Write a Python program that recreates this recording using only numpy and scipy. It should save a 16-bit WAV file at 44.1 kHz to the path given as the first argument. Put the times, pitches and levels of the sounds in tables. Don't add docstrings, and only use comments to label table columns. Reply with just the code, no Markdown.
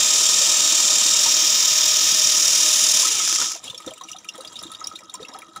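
import sys
import numpy as np
from scipy import signal
from scipy.fft import rfft, irfft
from scipy.io import wavfile
from scipy.ndimage import uniform_filter1d

SR = 44100
rng = np.random.default_rng(int(sys.argv[2]) if len(sys.argv) > 2 else 0)


def master_out(mix):
    frames = np.transpose(np.atleast_2d(mix))
    ceiling = np.clip(frames, -1, 1)
    pcm = np.round(ceiling * 32767).astype(np.int16)
    wavfile.write(sys.argv[1], SR, pcm)


N = 246952
TIME_S = np.arange(N) / SR
WHEEL_TEETH, PINION_RATIO, TEETH_PER_S = 16, 9, 620.7
POWER_OFF_S, COAST_S, DRAG_S = 3.0, .63, .76

# time_s, share_of_move
MIC_OVERHEAD = [(1.15, 0.035), (1.4, 0.46)]
# time_s, share_of_move
MIC_CLOSE = [(1.9, 0.013), (2.9, 0.77)]
def gears():
    pace = gear_pace()
    above, close = in_time(MIC_OVERHEAD), in_time(MIC_CLOSE)
    driven = np.exp(-np.maximum(TIME_S - POWER_OFF_S, 0) / .055)
    teeth = np.cumsum(TEETH_PER_S * pace * (1 + .0009 * drift(3))) / SR
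    turn = np.sin(2 * np.pi * teeth / WHEEL_TEETH)
    off_centre_db = (1.9 + .9 * above * pace) * turn
    uneven_db = (1.4 + .7 * (1 - driven)) * drift(35)
    load = from_db(off_centre_db + uneven_db)
    shake = tooth_strikes(teeth, pace, driven) * load
    clatter = gear_frame(shake, pace, above, close)
    knocking = from_db(-17.5 - .96 * above + 1.5 * close) * pace ** 1.67
    loose = pace / .36
    rattling = from_db(-20) * (loose * np.exp((1 - loose ** 2) / 2)) ** 1.75
    return np.hypot(knocking, rattling) * clatter + load * gear_tones(teeth, turn, pace, driven, above)


def gear_pace():
    coasting_s = np.clip(TIME_S - POWER_OFF_S, 0, COAST_S)
    return np.expm1((COAST_S - coasting_s) / DRAG_S) / np.expm1(COAST_S / DRAG_S)


def tooth_strikes(teeth, pace, driven):
    knocks = even(contacts(teeth, jitter_s=.00016 + .0003 * (1 - driven), spread_db=3.5), .074)
    rasp = even(contacts(teeth * PINION_RATIO, jitter_s=.00009, spread_db=3), .076)
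    return knocks * (.6 + .4 * pace) + rasp


def contacts(teeth, jitter_s, spread_db):
    at = np.flatnonzero(np.diff(np.floor(teeth)) > 0)
    late, force = rng.standard_normal((len(at), 2)).T
    shift = (late * np.broadcast_to(jitter_s, N)[at] * SR).astype(int)
    return np.bincount(np.clip(at + shift, 0, N - 1), from_db(spread_db * np.minimum(force, 1.7)), N)


# pitch_hz, width_hz, boost_db
FRAME_MODES = [(2490, 90, 1), (2850, 70, -3), (3740, 60, 5), (4980, 70, 3), (5710, 130, 4), (6650, 150, 3),
               (7380, 140, 3)]
# frequency_hz, level_db
FRAME_SIDE = [(300, -43.5), (1500, -22), (2200, -23.5), (3000, -14.5), (4700, -8.5), (5050, -5.5),
              (6200, -3.5), (7450, 0.5), (8100, -11.5), (9300, -6), (11000, -23.5), (13800, -28),
              (14700, -18), (15600, -31)]
# frequency_hz, level_db
FRAME_ABOVE = [(300, -28), (1500, -16.5), (2200, -14), (3100, -8.5), (4700, -8.5), (5050, 4.5), (6200, 4.5),
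               (7400, 3.5), (8100, -39), (9400, -6.5), (12800, -22), (13900, -27), (14600, -4.5),
               (15600, -23.5)]
def gear_frame(shake, pace, above, close):
    shake = shake + .55 * smear(shake, t60=.02)
    for hz, width_hz, boost_db in FRAME_MODES:
        shake = shake + (from_db(boost_db) - 1) * resonance(shake, hz, width_hz)
    sizzle = from_db(1.5) * resonance(shake, hz=9640, width_hz=4300)
    shake = shake + (close - .5) * sizzle
    slack = signal.sosfilt(signal.butter(1, [4000, 8000], "band", fs=SR, output="sos"), shake)
    shake = (1 - pace) * slack + pace * shake
    return even((1 - above) * colour(shake, FRAME_SIDE) + above * colour(shake, FRAME_ABOVE), .027)


# tooth_rate_multiple, side_db, above_db
MESH_HARMONICS = [(1, -44.5, -45.5), (2, -42, -47), (3, -51, -52), (4, -46, -47), (6, -34, -41),
                  (8, -35, -35), (10, -38, -39)]
# time_s, level_db
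WHINE_LEVELS = [(0, -30), (.28, -26), (.5, -28), (1.1, -27.5), (1.3, -24), (1.6, -27.5), (2.1, -28),
                (2.3, -25), (2.7, -28)]
# turn_rate_multiple, level_db
WHINE_SIDEBANDS = [(1, -18), (2, -10), (3, -13)]
# time_s, level_db
WHISTLE_LEVELS = [(0, -39), (.35, -36), (1.15, -33), (1.35, -43), (2.9, -41)]
# tooth_rate_multiple, level_db
WHISTLE_PARTIALS = [(5.79, -8), (5.92, -1), (8.52, -3)]
def gear_tones(teeth, turn, pace, driven, above):
    mesh_phase = 2 * np.pi * (teeth + .012 * turn)
    hum = buzz = 0
    for k, side_db, above_db in MESH_HARMONICS:
        gain = from_db(side_db + above * (above_db - side_db) + drift(11))
        hum += gain * np.sin(k * mesh_phase + drift(41) / np.pi)
    for k, db in WHINE_SIDEBANDS:
        phase = (PINION_RATIO + k / WHEEL_TEETH) * mesh_phase
        buzz += from_db(db + drift(8)) * np.sin(phase + 2 * np.pi * rng.random() + drift(5.4) / 2)
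    pinion = from_db(drift(39)) * np.sin(PINION_RATIO * mesh_phase)
    motor = sum(from_db(db) * np.sin(k * mesh_phase) for k, db in WHISTLE_PARTIALS)
    whine = from_db(in_time(WHINE_LEVELS)) * (pinion + buzz)
    whistle = from_db(in_time(WHISTLE_LEVELS)) * motor
    return np.sqrt(2) * (driven * (whine + whistle) + hum * pace ** 2)


# start_s, level_db
BACKLASH_KNOCKS = [(3.016, -14), (3.07, -5), (3.276, -3), (3.3257, -1), (3.358, -4), (3.4, -10),
                   (3.422, -6), (3.458, -19), (3.479, -18), (3.499, -17), (3.517, -8), (3.549, -19),
                   (3.563, -18)]
def backlash():
    clicks = np.zeros(N)
    for start_s, db in BACKLASH_KNOCKS:
        add(clicks, start_s, from_db([db + 10]))
    knocks = smear(clicks, t60=.025)
    thud = from_db(-2) * resonance(knocks, hz=2000, width_hz=1800)
    return .7 * colour(knocks, FRAME_ABOVE) + thud


def water():
    pace, stall_pace = gear_pace(), .12
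    flow = np.clip((pace - stall_pace) / (1 - stall_pace), 0, 1) ** .45
    jet = flow * pace * from_db(-9 * in_time(MIC_OVERHEAD))
    slosh_gurgle, slosh_slop, slosh_spray, slosh_tub = sloshing()
    hush = 1 - .75 * np.exp(-((TIME_S - 3.612) / .028) ** 2)
    still_s = np.maximum(TIME_S - POWER_OFF_S - COAST_S, 0)
    trickle = from_db(-47.5 - 27 * still_s)
    pipe_running = np.tanh(10 * flow) * from_db(-43)
    pipe_resting = from_db(-51.5) + .082 * slosh_gurgle
    bubbling = gurgle(flow) * (jet * from_db(-41.5) + from_db(-60.5) + slosh_gurgle)
    pipe = pipe_ring(flow) * hush * np.hypot(pipe_running, pipe_resting)
    spray = spatter(flow)
    tub = tub_ring() * hush * np.hypot(from_db(-56), slosh_tub)
    heaving = slop() * (jet * from_db(-57.5) + from_db(-70) + slosh_slop)
    clumps = from_db(3.5 * np.minimum(drift(14), 1.5))
    spray *= flow * from_db(-26) + hush * np.hypot(trickle, slosh_spray) * clumps
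    return bubbling + pipe + spray + tub + heaving


# frequency_hz, level_db
SPATTER_SPECTRUM = [(1000, -12.5), (2000, -7), (2450, -0.5), (3100, 0), (3750, 1), (4450, -5), (5600, -1),
                    (6200, -4.5), (7200, 1.5), (8600, -8.5), (10200, -8.5), (12500, -18), (14000, -28),
                    (15200, -26)]
def spatter(flow):
    spray = grains(800 + 700 * flow, spread_db=0)
    splashes = rms_one(scatter(smear(spray, t60=.014), t60=.028, wet_db=15.5))
    fizz = bubble_cloud(spray, low_hz=2200, high_hz=7500, cycles=20, rise=.012)
    return even(colour(.35 * fizz + splashes, SPATTER_SPECTRUM), .06)


# frequency_hz, level_db
GURGLE_SPECTRUM = [(110, -6.5), (170, -10), (230, -3.5), (330, -3.5), (430, 0.5), (560, 2.5), (760, 0.5),
                   (1000, 3), (1500, -4.5), (2000, -0.5), (3000, -22)]
def gurgle(flow):
    births = grains(500 + 1500 * flow, spread_db=3)
    churn = bubble_cloud(births, low_hz=230, high_hz=1700, cycles=18, rise=.073)
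    rush = rng.standard_normal(N) * from_db(1 + 5.6 * drift(14))
    return even(colour(churn + rush, GURGLE_SPECTRUM), .14)


# pitch_hz, width_hz, level_db
PIPE_MODES = [(174, 70, -11), (328, 42, -5.5), (440, 120, -14), (560, 160, -12), (820, 250, -20),
              (1258, 110, 1.5), (1890, 140, -18)]
def pipe_ring(flow):
    gulps = grains(220 + 900 * flow, spread_db=6)
    return even(body(smear(gulps, t60=.0099), PIPE_MODES), .19)


# pitch_hz, width_hz, level_db
TUB_MODES = [(2430, 170, -4), (2850, 200, -4), (3400, 300, 0), (3780, 330, 2), (4750, 200, -9),
             (5250, 330, -4), (5750, 330, -2), (6500, 260, -3), (7250, 550, -4), (9600, 2800, -11),
             (14900, 1500, -20)]
def tub_ring():
    patter = grains(per_s=1100, spread_db=4.5)
    hits = rms_one(smear(patter, t60=.01))
    bubbles = bubble_cloud(patter, low_hz=2600, high_hz=8500, cycles=28, rise=.012)
    return even(body(hits + 1.1 * bubbles, TUB_MODES), .044)


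# start_s, level_db, pitch_hz, tick_db
DRIPS = [(3.64, -27, 7190, -29), (3.677, -24, 3260, -48), (3.699, -21, 3560, -35),
         (3.745, -22.5, 3420, -52), (3.777, -23, 5420, -33), (3.802, -41, 2300, -35),
         (3.8625, -29, 5740, -31.5), (3.876, -24, 3630, -40), (3.907, -30, 3180, -37),
         (3.936, -36.5, 2410, -31), (3.978, -33, 3000, -35), (4.011, -30, 3770, -37),
         (4.036, -27, 5860, -40), (4.086, -27.5, 2840, -38), (4.0933, -34, 5650, -39),
         (4.1152, -22.5, 5900, -31), (4.13, -27, 2880, -46), (4.163, -29, 3660, -48),
         (4.185, -30, 5890, -51), (4.245, -32, 2420, -34), (4.288, -20, 2790, -43), (4.287, -22, 5630, -45),
         (4.337, -35, 5430, -50), (4.354, -31, 3320, -35), (4.378, -32, 7000, -35),
         (4.4073, -31, 3980, -28), (4.448, -23.5, 3360, -38), (4.474, -24.5, 4800, -51),
         (4.528, -34, 7600, -44), (4.556, -25.5, 3730, -56), (4.565, -25, 3630, -45),
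         (4.59, -24.5, 5200, -46), (4.626, -39, 6930, -28), (4.634, -25, 3620, -43),
         (4.666, -29, 3680, -44), (4.716, -30, 3600, -28), (4.736, -35, 3880, -43),
         (4.7472, -24, 3690, -48), (4.804, -30, 6620, -51), (4.841, -21, 5130, -49),
         (4.859, -33, 4900, -59), (4.8704, -15.5, 5670, -25), (4.956, -21.5, 3710, -55),
         (4.988, -32.5, 2370, -33), (5.096, -27, 3700, -52), (5.139, -23, 7150, -25),
         (5.151, -24.5, 5550, -45), (5.228, -28, 3720, -48), (5.249, -27.5, 2700, -57),
         (5.284, -29, 5600, -51), (5.336, -29.5, 5270, -51), (5.387, -38, 3280, -31),
         (5.419, -29.5, 2360, -45), (5.56, -34, 3980, -32)]
# frequency_hz, level_db
TICK_SPECTRUM = [(1500, -12), (4000, -3), (7200, 1), (8200, -2), (10300, -1), (12500, -10), (15000, -4)]
def drips():
    ticks, slaps, plinks = np.zeros((3, N))
    t = np.arange(SR // 20) / SR
    ring = dict(t60=.02, rise=.01, attack_s=.0015)
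    for start_s, db, hz, tick_db in DRIPS:
        tick, slap = rng.standard_normal((2, len(t))) * (1 - np.exp(-t / .001))
        tick = tick + 5 * resonance(tick, hz=rng.uniform(7000, 11000), width_hz=450)
        add(ticks, start_s, from_db(tick_db - 6) * tick * np.exp(-t / .003))
        add(slaps, start_s, from_db(db + 3.5) * slap * np.exp(-t / .0034))
        add(plinks, start_s, from_db(db + 4) * bubble(hz, **ring))
        for late, pitch in rng.random((3, 2)):
            add(plinks, start_s + .009 * late, from_db(db - 8) * bubble(hz * 1.6 ** (pitch - .5), **ring))
    return colour(ticks, TICK_SPECTRUM) + body(slaps, TUB_MODES) + plinks


# start_s, level_db, pitch_hz
GLUGS = [(.41, -33, 550), (1.26, -28, 910), (3.03, -33, 1023), (3.048, -31, 1260), (3.151, -34, 1254),
         (3.2, -31, 1275), (3.294, -32, 1255), (3.383, -31, 1228), (3.414, -30.5, 1400), (3.507, -33, 1263),
         (3.555, -38, 670), (3.737, -43, 485), (3.801, -40, 1227), (3.867, -38.5, 315), (3.874, -33, 513),
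         (3.915, -38.5, 614), (4.01, -33.5, 1065), (4.145, -41.5, 735), (4.383, -34.5, 511),
         (4.446, -42, 597), (4.631, -40.5, 1246), (4.653, -39.5, 322), (4.717, -39.5, 1270),
         (4.813, -35.5, 1256), (4.913, -38.5, 1256), (5.142, -38.5, 1002), (5.2, -36.5, 424),
         (5.221, -40, 496), (5.347, -36.5, 1250), (5.352, -37, 774), (5.56, -32, 1270)]
def glugs():
    tones, plops = np.zeros((2, N))
    t = np.arange(SR // 10) / SR
    ring = dict(t60=.06, rise=.055)
    for start_s, db, hz in GLUGS:
        add(tones, start_s, from_db(db + 7.5) * bubble(hz, **ring, attack_s=.0016))
        burst = rng.standard_normal(len(t)) * np.exp(-t / .0085) * (1 - np.exp(-t / .0035))
        add(plops, start_s, from_db(db - 2) * resonance(burst, .87 * hz, width_hz=1.3 * hz))
        for late, pitch in rng.random((3, 2)):
            follower = bubble(hz * 2 ** (pitch - .7), **ring, attack_s=.0038)
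            add(tones, start_s + .045 * late, from_db(db - 8.5) * follower)
    wobble = from_db(3 * np.minimum(drift(74), 1))
    return tones * wobble + colour(plops, GURGLE_SPECTRUM)


# crest_s, half_length_s, gurgle_db, slop_db, spray_db, tub_db
SLOSHES = [(3.428, 0.035, -40.5, -65, -35.5, -38), (3.677, 0.046, -49, -58, -46, -42.5),
           (3.887, 0.031, -48.5, -53, -61, -50), (4.106, 0.028, -76, -73, -46, -52),
           (4.4, 0.07, -52.5, -77, -58, -54), (4.6, 0.12, -57.5, -64, -56, -46.5),
           (4.875, 0.18, -57, -72, -71, -50.5), (5.221, 0.023, -64, -53, -55, -57),
           (5.338, 0.055, -46.5, -85, -71, -51), (5.57, 0.014, -57, -58, -52, -45)]
def sloshing():
    return sum(from_db(levels_db)[:, None] * np.exp(-((TIME_S - crest_s) / half_s) ** 2)
               for crest_s, half_s, *levels_db in SLOSHES)


# frequency_hz, level_db
SLOP_SPECTRUM = [(30, -21), (50, -14), (90, 0), (125, -5), (175, -4), (230, -12)]
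def slop():
    return rms_one(colour(rng.standard_normal(N), SLOP_SPECTRUM)) * from_db(4.6 * drift(20))


# frequency_hz, level_db
AIR_SPECTRUM = [(50, -18), (90, 18), (400, 8), (1200, -8), (4000, -25), (10000, -29), (15500, -24)]
def outdoor_air():
    return from_db(-82) * rms_one(colour(rng.standard_normal(N), AIR_SPECTRUM))


def bubble(hz, t60, rise, attack_s):
    t = np.arange(int(t60 * SR) + 2) / SR
    envelope = from_db(-60 * t / t60) * (1 - np.exp(-t / attack_s))
    return envelope * np.sin(2 * np.pi * hz * t * (1 + rise * t / t60))


def bubble_cloud(clicks, low_hz, high_hz, cycles, rise):
    cloud, at = np.zeros(N), np.flatnonzero(clicks)
    for i, (pitch, life) in zip(at, rng.random((len(at), 2))):
        hz = low_hz * (high_hz / low_hz) ** pitch
        t60 = cycles * (.5 + life) / hz
        add(cloud, i / SR, clicks[i] * hz * bubble(hz, t60, rise, attack_s=t60 / 10))
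    return rms_one(cloud)


def grains(per_s, spread_db):
    sizes = from_db(spread_db * np.minimum(rng.exponential(1, N), 4)) * rng.choice([-1, 1], N)
    return sizes * (rng.random(N) < per_s / SR)


def smear(clicks, t60):
    r = from_db(-120 / (t60 * SR))
    return np.sqrt(signal.lfilter([1 - r], [1, -r], clicks ** 2 + 1e-18)) * rng.standard_normal(N)


def scatter(x, t60, wet_db):
    t = np.arange(int(t60 * SR)) / SR
    tail = rng.standard_normal(len(t)) * from_db(-60 * t / t60) * (t > .001)
    return x + from_db(wet_db) * signal.fftconvolve(x, tail / np.linalg.norm(tail))[:N]


def resonance(x, hz, width_hz):
    r = np.exp(-np.pi * width_hz / SR)
    feedback = [1, -2 * r * np.cos(2 * np.pi * hz / SR), r * r]
    return signal.lfilter(np.array([1, 0, -1]) * (1 - r * r) / 2, feedback, x + 1e-18)


def body(x, modes):
    return sum(from_db(db) * resonance(resonance(x, hz, width), hz, width) for hz, width, db in modes)


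def colour(x, spectrum, size=4096):
    hz, db = np.transpose(sorted(spectrum))
    octave, knots = np.log2(np.maximum(np.arange(size // 2 + 1) * SR / size, 1)), np.log2(hz)
    beyond = np.abs(octave - np.clip(octave, knots[0], knots[-1]))
    cepstrum = irfft(np.log(from_db(np.interp(octave, knots, db) - 18 * beyond)))
    cepstrum[1:size // 2] *= 2
    cepstrum[size // 2 + 1:] = 0
    impulse = rms_one(irfft(np.exp(rfft(cepstrum)))) / np.sqrt(size)
    return signal.fftconvolve(x, impulse)[:len(x)]


def even(x, window_s):
    size = int(window_s * SR)
    power = np.abs(uniform_filter1d(uniform_filter1d(x * x, size), size))
    return x / np.sqrt(power + 1e-5 * np.mean(x * x))


def drift(rate_hz):
    r = np.exp(-80 * np.pi * rate_hz / SR)
    slow = signal.lfilter([1], [1, -2 * r, r * r], rng.standard_normal(N // 40 + 2002))[2000:]
    return np.interp(np.arange(N) / 40, np.arange(len(slow)), rms_one(slow))


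def in_time(curve):
    return np.interp(TIME_S, *np.transpose(curve))


def add(track, start_s, sound):
    at = int(max(start_s, 0) * SR)
    track[at:at + len(sound)] += sound[:max(N - at, 0)]


def from_db(db):
    return 10 ** (np.asarray(db) / 20)


def rms_one(x):
    return x / np.sqrt(np.mean(x ** 2) + 1e-20)


def scene():
    wet = scatter(water() + drips() + glugs(), t60=.06, wet_db=-7)
    air = outdoor_air()
    return (gears() + backlash() + wet + air)[None]


def record(dry):
    rounded = 1.3 * np.tanh(dry / 1.3)
    return signal.sosfilt(signal.ellip(12, .1, 80, 15600, fs=SR, output="sos"), rounded)


dry = scene()
out = record(dry)
master_out(out)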